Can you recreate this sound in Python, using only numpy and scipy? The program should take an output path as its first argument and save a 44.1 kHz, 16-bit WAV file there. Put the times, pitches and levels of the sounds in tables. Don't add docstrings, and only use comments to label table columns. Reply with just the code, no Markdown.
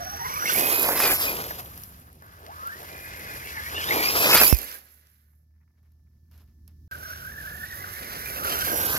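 import sys
import numpy as np
from scipy import signal
from scipy.fft import rfft, irfft, next_fast_len
from scipy.io import wavfile
from scipy.ndimage import uniform_filter1d, map_coordinates

SR = 44100
rng = np.random.default_rng(int(sys.argv[2]) if len(sys.argv) > 2 else 0)


def output_pcm(signal):
    pcm = np.clip(np.atleast_2d(signal).T, -1, 1) * 32767
    wavfile.write(sys.argv[1], SR, np.round(pcm).astype(np.int16))


N = 396018
TIME_S = np.arange(N) / SR
PORT_LAG_S = 21 / 44100
GRAIN_HOLD = .975

# (time [s], pitch [Hz], level [dB], second harmonic [dB])
GEAR_MESH = [
    [(0.0, 668.6, -39, -46), (0.13, 787, -43, -50), (0.25, 996, -39.5, -42), (0.41, 1243, -37, -43.5),
     (0.435, 1554, -29, -60), (0.447, 1910, -44, -57), (0.457, 2207, -30, -57), (.485, 2207, -34, -55),
     (0.495, 1444, -28, -50), (.53, 1812, -35.5, -36), (.545, 2177, -28, -48), (0.58, 2424, -38, -50),
     (0.67, 2515, -38, -42), (0.8, 2490, -35, -45), (0.89, 2450, -35, -41), (0.93, 2526, -45, -46),
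     (1.0, 2639, -44, -35), (1.07, 2370, -31, -32), (1.12, 2447, -34, -36), (1.17, 2658, -48, -41),
     (1.2, 2610, -46, -42), (1.23, 2550, -44, -32), (1.27, 2480, -34, -40), (1.35, 2342, -45, -53)],
    [(2.44, 400.6, -62, -73), (2.485, 642, -52, -68), (2.53, 1159, -39.5, -59), (2.57, 1200, -51, -68),
     (2.62, 1270, -43, -68), (2.68, 1400, -36, -72), (2.72, 1750, -43, -70), (2.78, 1948, -53, -69),
     (2.81, 2055, -64, -72), (2.88, 2274, -66, -70), (2.92, 2390, -54, -70), (3.2, 2502, -54, -76),
     (3.39, 2434, -48, -72), (3.42, 2128, -48, -72), (3.46, 2874, -44, -70), (3.6, 1953, -34.5, -60),
     (3.7, 2400, -39, -66), (3.73, 1522, -45, -60.5), (3.8, 1750, -37, -52), (3.825, 1444, -46, -36),
     (3.89, 1847, -37, -35), (3.91, 2150, -27, -46), (3.94, 2420, -31, -40), (3.975, 2400, -38, -42),
     (3.99, 2292, -29, -34), (4.04, 2319, -28.5, -32), (4.13, 2675, -43, -29), (4.2, 2581, -34, -34),
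     (4.25, 2403, -27.5, -35), (4.28, 2520, -36, -35), (4.33, 2600, -28, -25), (4.355, 2547, -30.5, -27),
     (4.372, 2330, -30.5, -23.5), (4.39, 2500, -32.5, -18.5), (4.41, 2605, -31, -32),
     (4.435, 2374, -25, -32), (4.47, 2407, -32.5, -26), (4.5, 2610, -40, -25.5), (4.53, 2560, -41, -36),
     (4.56, 2445, -48, -52)],
    [(6.915, 1534, -39, -64), (6.999, 1471, -51, -63), (7.029, 1476, -42, -62), (7.041, 1582, -45, -62),
     (7.103, 1431, -40, -62), (7.149, 1651, -49, -62), (7.163, 1500, -41, -62), (7.203, 1547, -54, -62),
     (7.211, 1431, -50, -62), (7.259, 1510, -39, -62), (7.309, 1629, -48, -62), (7.321, 1757, -44, -62),
     (7.367, 1603, -42, -62), (7.389, 1748, -42.5, -60), (7.451, 1528, -39.5, -62), (7.493, 1761, -42, -62),
     (7.519, 1662, -40, -62), (7.585, 1797, -44, -62), (7.601, 1711, -40.5, -57), (7.645, 1784, -42, -59),
     (7.685, 1949, -55, -62), (7.737, 1787, -39, -60), (7.765, 1924, -49, -58), (7.779, 1789, -46, -62),
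     (7.795, 1985, -49, -64), (7.837, 1989, -44, -65), (7.845, 1727, -30, -62),
     (7.86, 1956, -49, -66)] + [(8.02, 2350, -42, -68), (8.2, 2302, -52, -66), (8.32, 2299, -38, -66),
     (8.37, 1904, -54, -66), (8.4, 1534, -34, -64), (8.52, 1250, -38, -42), (8.65, 1583, -38.5, -51),
     (8.8, 1542, -37, -60), (8.98, 1549, -38.5, -63)],
]


def amp(db):
    return 10 ** (np.asarray(db) / 20)


def unit(x):
    return x / np.sqrt(np.mean(x ** 2) + 1e-20)


def along(points, hz):
    f, v = np.transpose(points)
    return np.interp(np.log(hz + 1), np.log(f + 1), v)


def curves(rows):
    s, *cols = np.transpose(rows)
    return [np.interp(TIME_S, s, c) for c in cols]


def span(start_s, end_s, fade_s=0.029):
    return np.clip(np.minimum(TIME_S - start_s, end_s - TIME_S) / fade_s + 1, 0, 1)


def wobble(rate_hz):
    coarse = np.arange(0, N + 16, 16)
    knots = rng.standard_normal(int(N * rate_hz / SR) + 5)
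    return np.interp(np.arange(N), coarse, map_coordinates(knots, [coarse * rate_hz / SR]))


def fuzz(width_hz):
    knots = rng.standard_normal((int(N * width_hz / SR) + 2, 2)) @ [1, 1j]
    return np.interp(TIME_S * width_hz, np.arange(len(knots)), knots) / 1.15


def filtered(x, response):
    m = next_fast_len(N + SR // 4)
    return irfft(rfft(x, m) * response(np.fft.rfftfreq(m, 1 / SR)), m)[..., :N]


def coloured(x, spectrum):
    return filtered(x, lambda hz: amp(along(spectrum, hz)))


def heading():
    # (middle [s], half width [s], bearing after)
    moves = [(.988, .33, -.82), (3.95, .3, -.6), (4.41, .12, 1.02), (5.65, .05, 0), (6.895, .002, .97),
             (9.0, .2, -.6)]
    start = .95
    before = [start] + [row[2] for row in moves]
    return start + sum((after - was) * (.5 + .5 * (TIME_S - s) / np.hypot(TIME_S - s, half_s))
                       for (s, half_s, after), was in zip(moves, before))


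def at_ports(streams, alike, shade_db):
    bearing = heading()
    lag = bearing * PORT_LAG_S * SR / 2
    common = np.array([map_coordinates(streams[0], [np.arange(N) - k * lag], order=3) for k in (1, -1)])
    pair = np.sqrt(alike) * common + np.sqrt(1 - alike) * streams[1:]
    shade = shade_db * np.clip(0.35 + bearing, 0, 1.2)
    return pair * amp([-.7 * shade, 0.47 * shade])


def surroundings():
    # (time [s], firing rate [Hz], engine [dB], traffic [dB])
    drone = [
        [(0.0, 78.6, -49.5, -41.5), (0.5, 94.4, -57, -45), (1.2, 98, -60, -40.5), (1.8, 75.3, -61, -45),
         (2.5, 84, -55.5, -52.5), (3.4, 84.3, -56, -45), (3.68, 75.9, -46.5, -47.5), (3.97, 97.27, -48, -42.5),
         (4.45, 96, -51.5, -35.5)],
        [(4.62, 66.9, -67, -61), (4.96, 74.45, -63.5, -67), (5.78, 77.5, -60, -63.5),
         (7.0, 77.84, -51.5, -47.5), (7.6, 77.93, -53.5, -43.5), (7.86, 93, -54, -46), (8.2, 73.2, -63, -43),
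         (8.98, 80.1, -52, -37)],
    ]
    # (frequency [Hz], gain [dB])
    traffic_spectrum = [(12, -85), (20, -45), (60, -8.5), (80, -11.5), (103, -13), (160, -15.5),
                        (400, -35.5), (520, -86.5), (880, -120)]
    # (frequency [Hz], gain [dB])
    air_spectrum = [(150, -34.5), (250, -13), (450, -27.5), (900, -37), (2500, -46), (5500, -29.5),
                    (8400, -43), (12300, -29.5), (16200, -35.5)]
    firing_hz, engine_db, traffic_db = curves(sum(drone, []))
    crank = np.pi * np.cumsum(firing_hz * (1 + 0.013 * wobble(6.6))) / SR
    engine = sum(amp(engine_db + db + 1.8 * wobble(11)) * np.sin(k * crank)
                 for k, db in zip((2, 3, 4, 6), (3.5, -11.5, -19.0, -20.5)))
    traffic = amp(traffic_db - 4.5) * unit(coloured(rng.standard_normal(N), traffic_spectrum))
    tone_db = 0.35 * traffic_db - 66.5 + 1.3 * wobble(17)
    tone = amp(tone_db) * np.sin(2 * np.pi * 1755 * TIME_S) * span(4.7, 6.9)
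    air = amp(0.6 * traffic_db - 43) * unit(coloured(rng.standard_normal((2, N)), air_spectrum))
    return (engine + traffic + tone) * amp([[-.6], [.6]]) + air * amp([[-2.5], [2.5]])


def crumbs(per_s=32):
    chance = per_s / SR * amp(2.7 * wobble(10)) * span(5.1, 6.88)
    drops = (rng.random((2, N)) < chance) * amp(-83 + 1.4 * rng.exponential(size=(2, N)))
    puffs = signal.lfilter([1], [1, -.9965], drops)[:, None] * rng.standard_normal((2, 2, N))
    dull = [(400, -20), (900, 13.0), (2200, 13.5), (4500, -29), (7000, -36)]
    bright = [(2500, -34), (5500, 0.0), (8400, -21), (12300, 3.0), (16200, -21.0)]
    return coloured(puffs[0], dull) + coloured(puffs[1], bright)


def dirt_slides(attack_s=0.0035, fall_db_per_s=353):
    # (time [s], hold [s], level [dB])
    slides = [(5.77, .02, -90.5), (5.83, 0.041, -88.5), (5.914, 0.018, -92.5), (6.139, 0.048, -96),
              (6.311, 0.108, -71), (6.474, 0.017, -83.5), (6.675, 0.0042, -72.5)]
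    return sum(amp(db - fall_db_per_s * np.clip(TIME_S - s - hold_s, 0, None))
               * np.clip((TIME_S - s) / attack_s, 0, 1) for s, hold_s, db in slides)


def pebbles(t60_s=0.061):
    # (time [s], pitch [Hz], level [dB])
    raps = [(1.508, 1700, -30), (4.632, 1719, -40.5), (4.752, 1620, -41)]
    return sum(amp(db - 60 * np.abs(TIME_S - s) / t60_s) * (TIME_S > s)
               * np.sin(2 * np.pi * hz * (TIME_S - s)) for s, hz, db in raps)


def grit(puff_t60_s=.015, thud_t60_s=.04):
    # (time [s], level [dB], left minus right [dB], thud offset [dB])
    landings = [(0.0493, -30, -15, -7), (0.8889, -14, -5.5, -0.5), (0.9779, -17, -8.5, -19.5),
                (1.254, -12, -2, -23), (1.5089, -23.5, -4.5, -3), (1.606, -24, 3, -29),
                (1.7768, -27.5, 0, -16), (1.836, -26, 6.5, -40), (2.2228, -41.5, 3, 2.5),
                (2.484, -41.5, 0.5, -5), (3.5974, -29.5, 2, -8), (4.4148, -3.5, -2, -9.5),
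                (4.435, -8.5, -8, -21), (4.4792, -7, -7.5, -24), (4.529, -14, -12, -35),
                (4.5422, -19, -3.5, -26), (4.5471, -17.5, -14.5, -24), (4.569, -17.5, -7, -27.5),
                (4.587, -18.5, -3, -23), (4.6165, -24.5, -11, -17.5), (4.715, -28, -6.5, -20.5),
                (4.75, -38.5, -7.5, -3.5), (5.07, -47, -11.5, -15), (5.8298, -63.5, -8, -6.5),
                (5.9197, -58.5, -2, -19.5), (6.313, -50, -4.5, -20.5), (6.378, -47.5, 0.5, -23.5),
                (6.678, -39.5, -9, -36.5)]
    t = np.arange(SR // 40) / SR
    lag = heading() * PORT_LAG_S * SR / 2
    bright, dull = np.zeros((2, 2, N + len(t)))
    for s, db, pan_db, thud_db in landings:
        puff, knock = rng.standard_normal((2, len(t)))
        knock[0] = -7
        for port, k in enumerate((1, -1)):
            at = round(s * SR + k * lag[round(s * SR)])
            bright[port, at:][:len(t)] += amp(db + k * pan_db / 2 - 4 - 60 * t / puff_t60_s) * puff
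            dull[port, at:][:len(t)] += amp(db + thud_db + 2 - 60 * t / thud_t60_s) * knock
    puff_spectrum = [(1500, -29.0), (5500, 1.0), (8500, -16.5), (12000, 8.5), (16000, -10.5)]
    thud_spectrum = [(150, -25.0), (500, 6.0), (1800, 3.5), (3500, -25.5)]
    return coloured(bright[:, :N], puff_spectrum) + coloured(dull[:, :N], thud_spectrum)


def clod(at_s=4.5266, db=.6, sway_hz=55, life_s=.022):
    t = np.clip(TIME_S - at_s, 0, None)
    phase = 2 * np.pi * sway_hz * t + 2.5 * (1 - np.exp(-t / .0025))
    decay = .6 * np.exp(-(t / life_s) ** 2) + .4 * np.exp(-t / .0012) + .04 * np.exp(-t / .05)
    attack = np.clip(t / .00015, 0, 1)
    return -amp([[db - 40], [db]]) * np.cos(phase) * decay * attack


def tyre_levels():
    # (time [s], rattle [dB], rumble offset [dB], hiss offset [dB])
    approaches = [
        [(0.0, -52, -4.5, 0.5), (0.38, -44.5, -5, 1.5), (0.45, -39.5, 4, 3), (0.48, -33, -4.5, 0.5),
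         (0.58, -35, 3, 8.5), (0.72, -34.5, 2.5, 7), (0.91, -36, 6.5, 9), (0.93, -38, 3.5, 9),
         (1.0, -33.5, 3, 7.5), (1.05, -32.5, 3, 8.5), (1.115, -32, 2, 8.5), (1.14, -36.5, 3.5, 12.5),
         (1.17, -37.5, -7.5, 8.5), (1.19, -39.5, 5, 8), (1.22, -32, -2.5, 6), (1.33, -39, 6.5, 4.5),
         (1.57, -48.5, 2, 3.5), (1.6, -44, 1, 3.5), (1.62, -56.5, 9.5, 9.5), (1.81, -57, -0.5, 7.5),
         (2.2, -70, 5.5, 4)],
        [(2.25, -66, 6, 5.5), (2.5, -61, 10, -1), (2.55, -56.5, -1, -1), (2.8, -54.5, 6.5, 5.5),
         (3.62, -46.5, -0.5, 0.5), (3.66, -46.5, -6, 4), (3.78, -41.5, 1.5, -2), (3.84, -35.5, -11, -2.5),
         (3.85, -39, 2, 0.5), (3.94, -33, 3, 3), (4.03, -31.5, -0.5, 0.5), (4.04, -34.5, 2.5, 4),
         (4.14, -34, 1, 2.5), (4.165, -28, 3, 1.5), (4.19, -30.5, 1.5, 3.5), (4.25, -27.5, 2, 2.5),
         (4.31, -26.5, 2, 2), (4.35, -21, -1, 2), (4.39, -26.5, -5, 3.5), (4.4, -24, -8, 4),
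         (4.42, -24.5, 3, 7.5), (4.48, -29.5, -8, 9), (4.51, -31.5, -7, 9)],
        [(6.905, -55, 4, 3.5), (6.97, -56, 2, 0.5), (7.11, -50.5, -3, 2.5), (7.14, -53.5, -1, 2),
         (7.69, -52.5, 0, 4.5), (8.42, -43, 2.5, 4.5), (8.45, -42.5, 3, 7), (8.49, -40.5, 2, 4),
         (8.495, -39.5, 4, 8.5), (8.51, -37.5, 5, 1), (8.58, -39, 2, 3.5), (8.62, -35, -4, 2),
         (8.63, -42.5, 7, 8.5), (8.66, -39.5, -3, 7.5), (8.67, -38.5, 8, 5), (8.79, -38.5, 4.5, 7.5),
         (8.96, -37.5, 1.5, 6.5), (8.97, -33.5, -3, 3.5), (8.98, -39.5, 4, 9.5)],
    ]
    leaving = [(4.56, -43.5, -1.5, 5.8), (4.742, -47, -4.5, 2.7), (4.824, -64.5, 5, 5.4),
               (5.158, -76, -11, 6.7), (5.416, -99, 16, 18.5), (5.5, -101, 13, 4.4)]
    db, rumble_db, hiss_db = curves(sorted(sum(approaches, []) + leaving + [(6.9, -100, 4.3, 5)]))
    slides = dirt_slides()
    return [20 * np.log10(amp(db + offset) + slides) for offset in (0, rumble_db, hiss_db)]


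def crunch(snaps_per_s=150):
    # (frequency [Hz], gain [dB])
    spectrum = [(150, -30), (400, 0.5), (1200, -1), (3000, -6.5), (5500, -10.5), (8500, -22),
                (12000, -11.5), (16000, -25)]
    chance = snaps_per_s / SR * amp(5 * wobble(22))
    snaps = (rng.random(N) < chance) * amp(2.5 * rng.exponential(size=N))
    cracks = signal.lfilter([1], [1, -GRAIN_HOLD], snaps) * rng.standard_normal((3, N))
    return unit(coloured(cracks, spectrum))


def churn(spectrum, grains_per_s, spread_db, lumps_db):
    hits = (rng.random(N) < grains_per_s / SR) * amp(spread_db * rng.exponential(size=N))
    grains = signal.lfilter([1], [1, -GRAIN_HOLD], hits)
    lumps = amp(lumps_db * (wobble(14) + wobble(70) + wobble(300)))
    return unit(coloured(lumps * (1 + .5 * grains) * rng.standard_normal((3, N)), spectrum))


def tyre_rattle(level_db, far_db=-52, near_db=-43):
    # (frequency [Hz], far share [0-1], near share [0-1])
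    common = [(800, .75, .85), (1500, .75, .98), (3600, .45, .98), (4600, .35, .7), (6500, .15, .2)]
    # (frequency [Hz], gain [dB])
    spectrum = [(590, -35), (1000, -0.5), (1610, -1), (1960, -2), (2450, -2.5), (3730, -4.5), (5060, -3.5),
                (8500, -16), (11000, -46), (18700, -120)]

    def weights(hz, column):
        share = along([(row[0], row[column]) for row in common], hz)
        return np.sqrt(2 * np.array([share, 1 - share, 1 - share]))

    streams = churn(spectrum, grains_per_s=90, spread_db=0, lumps_db=1.21)
    far = filtered(streams, lambda hz: weights(hz, column=1))
    near = filtered(streams, lambda hz: weights(hz, column=2))
    closeness = np.clip((level_db - far_db) / (near_db - far_db), 0, 1)
    return (1 - closeness) * far + closeness * near


def tyres(rattle_db, rumble_db, hiss_db, shadow_hz=6500):
    # (frequency [Hz], gain [dB])
    rumble_spectrum = [(71, -33.5), (120, -10.5), (206, -4.5), (383, 1.5), (658, 1), (1330, -5.5),
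                       (1600, -14.5), (2080, -27), (3520, -120)]
    # (frequency [Hz], gain [dB])
    hiss_spectrum = [(4410, -22), (7500, -15.5), (8680, -29), (9850, -11), (12300, 0.5), (13800, -10.5),
                     (15500, -12), (16000, -30.5), (16300, -27)]
    rumble = churn(rumble_spectrum, grains_per_s=27, spread_db=-1, lumps_db=1.3)
    rattle = tyre_rattle(rattle_db)
    treble = filtered(rattle, lambda hz: 1 / (1 + (shadow_hz / (hz + 1)) ** 10))
    rattle_gain = amp(rattle_db + 2.5 + wobble(18))
    hiss = churn(hiss_spectrum, grains_per_s=160, spread_db=3, lumps_db=.9)
    return (at_ports(amp(rumble_db - 0.63 + 1.2 * wobble(25)) * rumble, alike=.9, shade_db=.5)
            + at_ports(rattle_gain * (rattle - treble), alike=.5, shade_db=.5)
            + at_ports(rattle_gain * treble, alike=.5, shade_db=5.5)
            + at_ports(amp(rumble_db - 6) * crunch(), alike=.98, shade_db=.5)
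            + at_ports(amp(hiss_db + 2.5 + .8 * wobble(16)) * hiss, alike=.4, shade_db=8))


def trunk_echoes(x, t60_s=0.28):
    t = np.arange(SR // 5) / SR
    tail = rng.standard_normal((2, len(t))) * amp(-60 * t / t60_s)
    return signal.fftconvolve(x[None], tail / np.linalg.norm(tail[0]), axes=1)[:, :N]


def shell(hz):
    # (centre [Hz], width [Hz], gain [dB])
    modes = [(1194, 91, 4.5), (1478, 45, 4.5), (1670, 44, 2.5), (2030, 70, 1)]
    return 1 + sum(amp(db) * 1j * hz * width / (centre ** 2 - hz ** 2 + 1j * hz * width)
                   for centre, width, db in modes)


def rasp(tyres_db, db_per_tyre_db=0.66):
    # (start [s], end [s], rasp with tyres at -40 dB [dB])
    loads = [(0, 0.449, -37), (0.497, 1.2, -40), (1.26, 2.1, -44), (2.225, 2.901, -38), (2.95, 3.75, -37),
             (3.8, 4.336, -44.5), (4.6, 5.43, -51.5), (6.91, 7.702, -45), (7.75, 8.399, -37.5),
             (8.45, 8.98, -42)]
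    load = sum(amp(db) * span(start, end, fade_s=0.02) for start, end, db in loads)
    mesh_hz = curves(sum(GEAR_MESH, []))[0]
    centre_hz = .74 * np.clip(uniform_filter1d(mesh_hz, size=4000), 1900, 2700)
    carrier = np.exp(2j * np.pi * np.cumsum(centre_hz) / SR)
    chatter = np.array([(fuzz(1100) * carrier).real for _ in range(3)])
    return load * amp(db_per_tyre_db * (tyres_db + 40) + 1.5 * wobble(40)) * unit(filtered(chatter, shell))


def whistle(tyres_db, chop_hz=5795):
    # (start [s], end [s], offset from tyres [dB])
    throttle = [(0, 0.125, 9), (0.198, 0.437, 6), (2.3, 3.7, -10), (7.03, 7.13, -3.5), (7.201, 7.45, -6),
                (7.6, 8.981, -6.5)]
    phase = 2 * np.pi * np.cumsum(chop_hz * (1 + 0.00181 * wobble(80) + 0.00114 * wobble(2))) / SR
    on = sum(amp(db) * span(start, end, fade_s=0.088) for start, end, db in throttle)
    gain = on * amp(tyres_db + wobble(3) + 1.5 * wobble(14))
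    return gain * ((.85 + .45 * fuzz(100)) * np.exp(1j * phase)).imag


def wheelspin(start_ratio=.9):
    # (time [s], length [s], top pitch [Hz], level [dB])
    slips = [(0.467, 0.041, 2800, -30), (0.493, 0.028, 3550, -31), (3.43, 0.068, 2850, -51),
             (3.74, 0.081, 2960, -33.5), (3.743, 0.046, 3650, -43), (8.244, 0.053, 2486, -39),
             (8.357, 0.036, 2690, -42), (8.468, 0.055, 2700, -43), (8.502, 0.051, 3170, -34)]
    smear, out = fuzz(280), np.zeros(N)
    for s, length_s, top_hz, db in slips:
        u = np.clip((TIME_S - s) / length_s, 0, 1)
        phase = 2 * np.pi * top_hz * length_s * (start_ratio * u + (1 - start_ratio) * (u ** 2 - u ** 3 / 3))
        out += amp(db) * np.sin(np.pi * u) * (smear * np.exp(1j * phase)).imag
    return out


def regrip():
    # (time [s], length [s], start pitch [Hz], end pitch [Hz], level [dB])
    bites = [(3.14, .09, 2450, 2085, -51), (3.4, 0.038, 2550, 2110, -50), (3.48, .05, 2814, 2327, -49),
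             (3.533, 0.082, 2400, 1960, -54), (3.79, .06, 2950, 1900, -37)]
    smear, out = .4 + .8 * fuzz(260), np.zeros(N)
    for s, length_s, from_hz, to_hz, db in bites:
        u = np.clip((TIME_S - s) / length_s, 0, 1)
        phase = 2 * np.pi * length_s * (from_hz * u + (to_hz - from_hz) * u ** 2 / 2)
        out += amp(db) * np.sin(np.pi * u) * (smear * np.exp(1j * phase)).imag
    return out


def gears(teeth=41):
    # (start [s], end [s], roughness [0-1])
    bumps = [(.44, .6, .5), (.72, 1.0, .3), (1.15, 1.4, .6), (2.85, 3.32, .25), (3.42, 3.72, .9),
             (3.78, 4.06, .35), (4.1, 4.6, .3), (7.85, 8.42, .92)]
    # (start [s], end [s])
    pulls = [(2.44, 2.9)]
    hz, db, second_db = curves(sum(GEAR_MESH, []))
    rough = np.maximum(.07, sum(r * span(start, end, fade_s=.05) for start, end, r in bumps))
    turn = 2 * np.pi * np.cumsum(hz / teeth * (1 + .15 * wobble(12))) / SR
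    play = 1 - .35 * sum(span(start, end) for start, end in pulls)
    waver = play * np.clip(.1 - hz / 30000, .012, .045)
    jolts = .03 * rough * wobble(40) + .03 * rough ** 2 * wobble(22)
    mesh = 2 * np.pi * np.cumsum(hz * (1 + waver * np.sin(turn) + jolts)) / SR
    beat = unit(amp(-4 * play * np.cos(turn + .4) + (2.5 + 1.5 * rough) * wobble(30)))
    smear = np.sqrt(1 - rough) + np.sqrt(rough) * fuzz(200)
    first = amp(db + 4 - 12 * rough ** 2) * smear * np.exp(1j * mesh)
    second = amp(second_db) * (.45 + .9 * fuzz(260)) * np.exp(2j * mesh)
    axle = .42 * mesh
    differential = play * amp(db - 17.5) * fuzz(50) * np.exp(1j * axle)
    differential += amp(db - 9.5) * (1.4 + 0.77 * fuzz(40)) * np.exp(2j * axle)
    running = sum(span(rows[0][0], rows[-1][0]) for rows in GEAR_MESH)
    return (first + second + differential).imag * beat * running


def buggy():
    rattle_db, rumble_db, hiss_db = tyre_levels()
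    ground = tyres(rattle_db, rumble_db, hiss_db)
    tones = gears() + wheelspin() + regrip() + pebbles() + whistle(rattle_db)
    streams = rasp(rattle_db) + amp(2.5) * np.vstack([tones, amp(-4) * trunk_echoes(tones)])
    return ground + at_ports(streams, alike=.94, shade_db=1)


def scene():
    return buggy() + grit() + crumbs() + clod() + surroundings()


def record(dry):
    drop_start_s, drop_end_s, top_hz = 6.879, 6.911, 16100
    gate = np.clip(np.maximum((drop_start_s - TIME_S) / .0001, (TIME_S - drop_end_s) / .0015), .004, 1)
    rounded = dry / (1 + np.abs(dry) ** 6) ** (1 / 6)
    return filtered(rounded * gate, lambda hz: hz < top_hz)


dry = scene()
out = record(dry)
output_pcm(out)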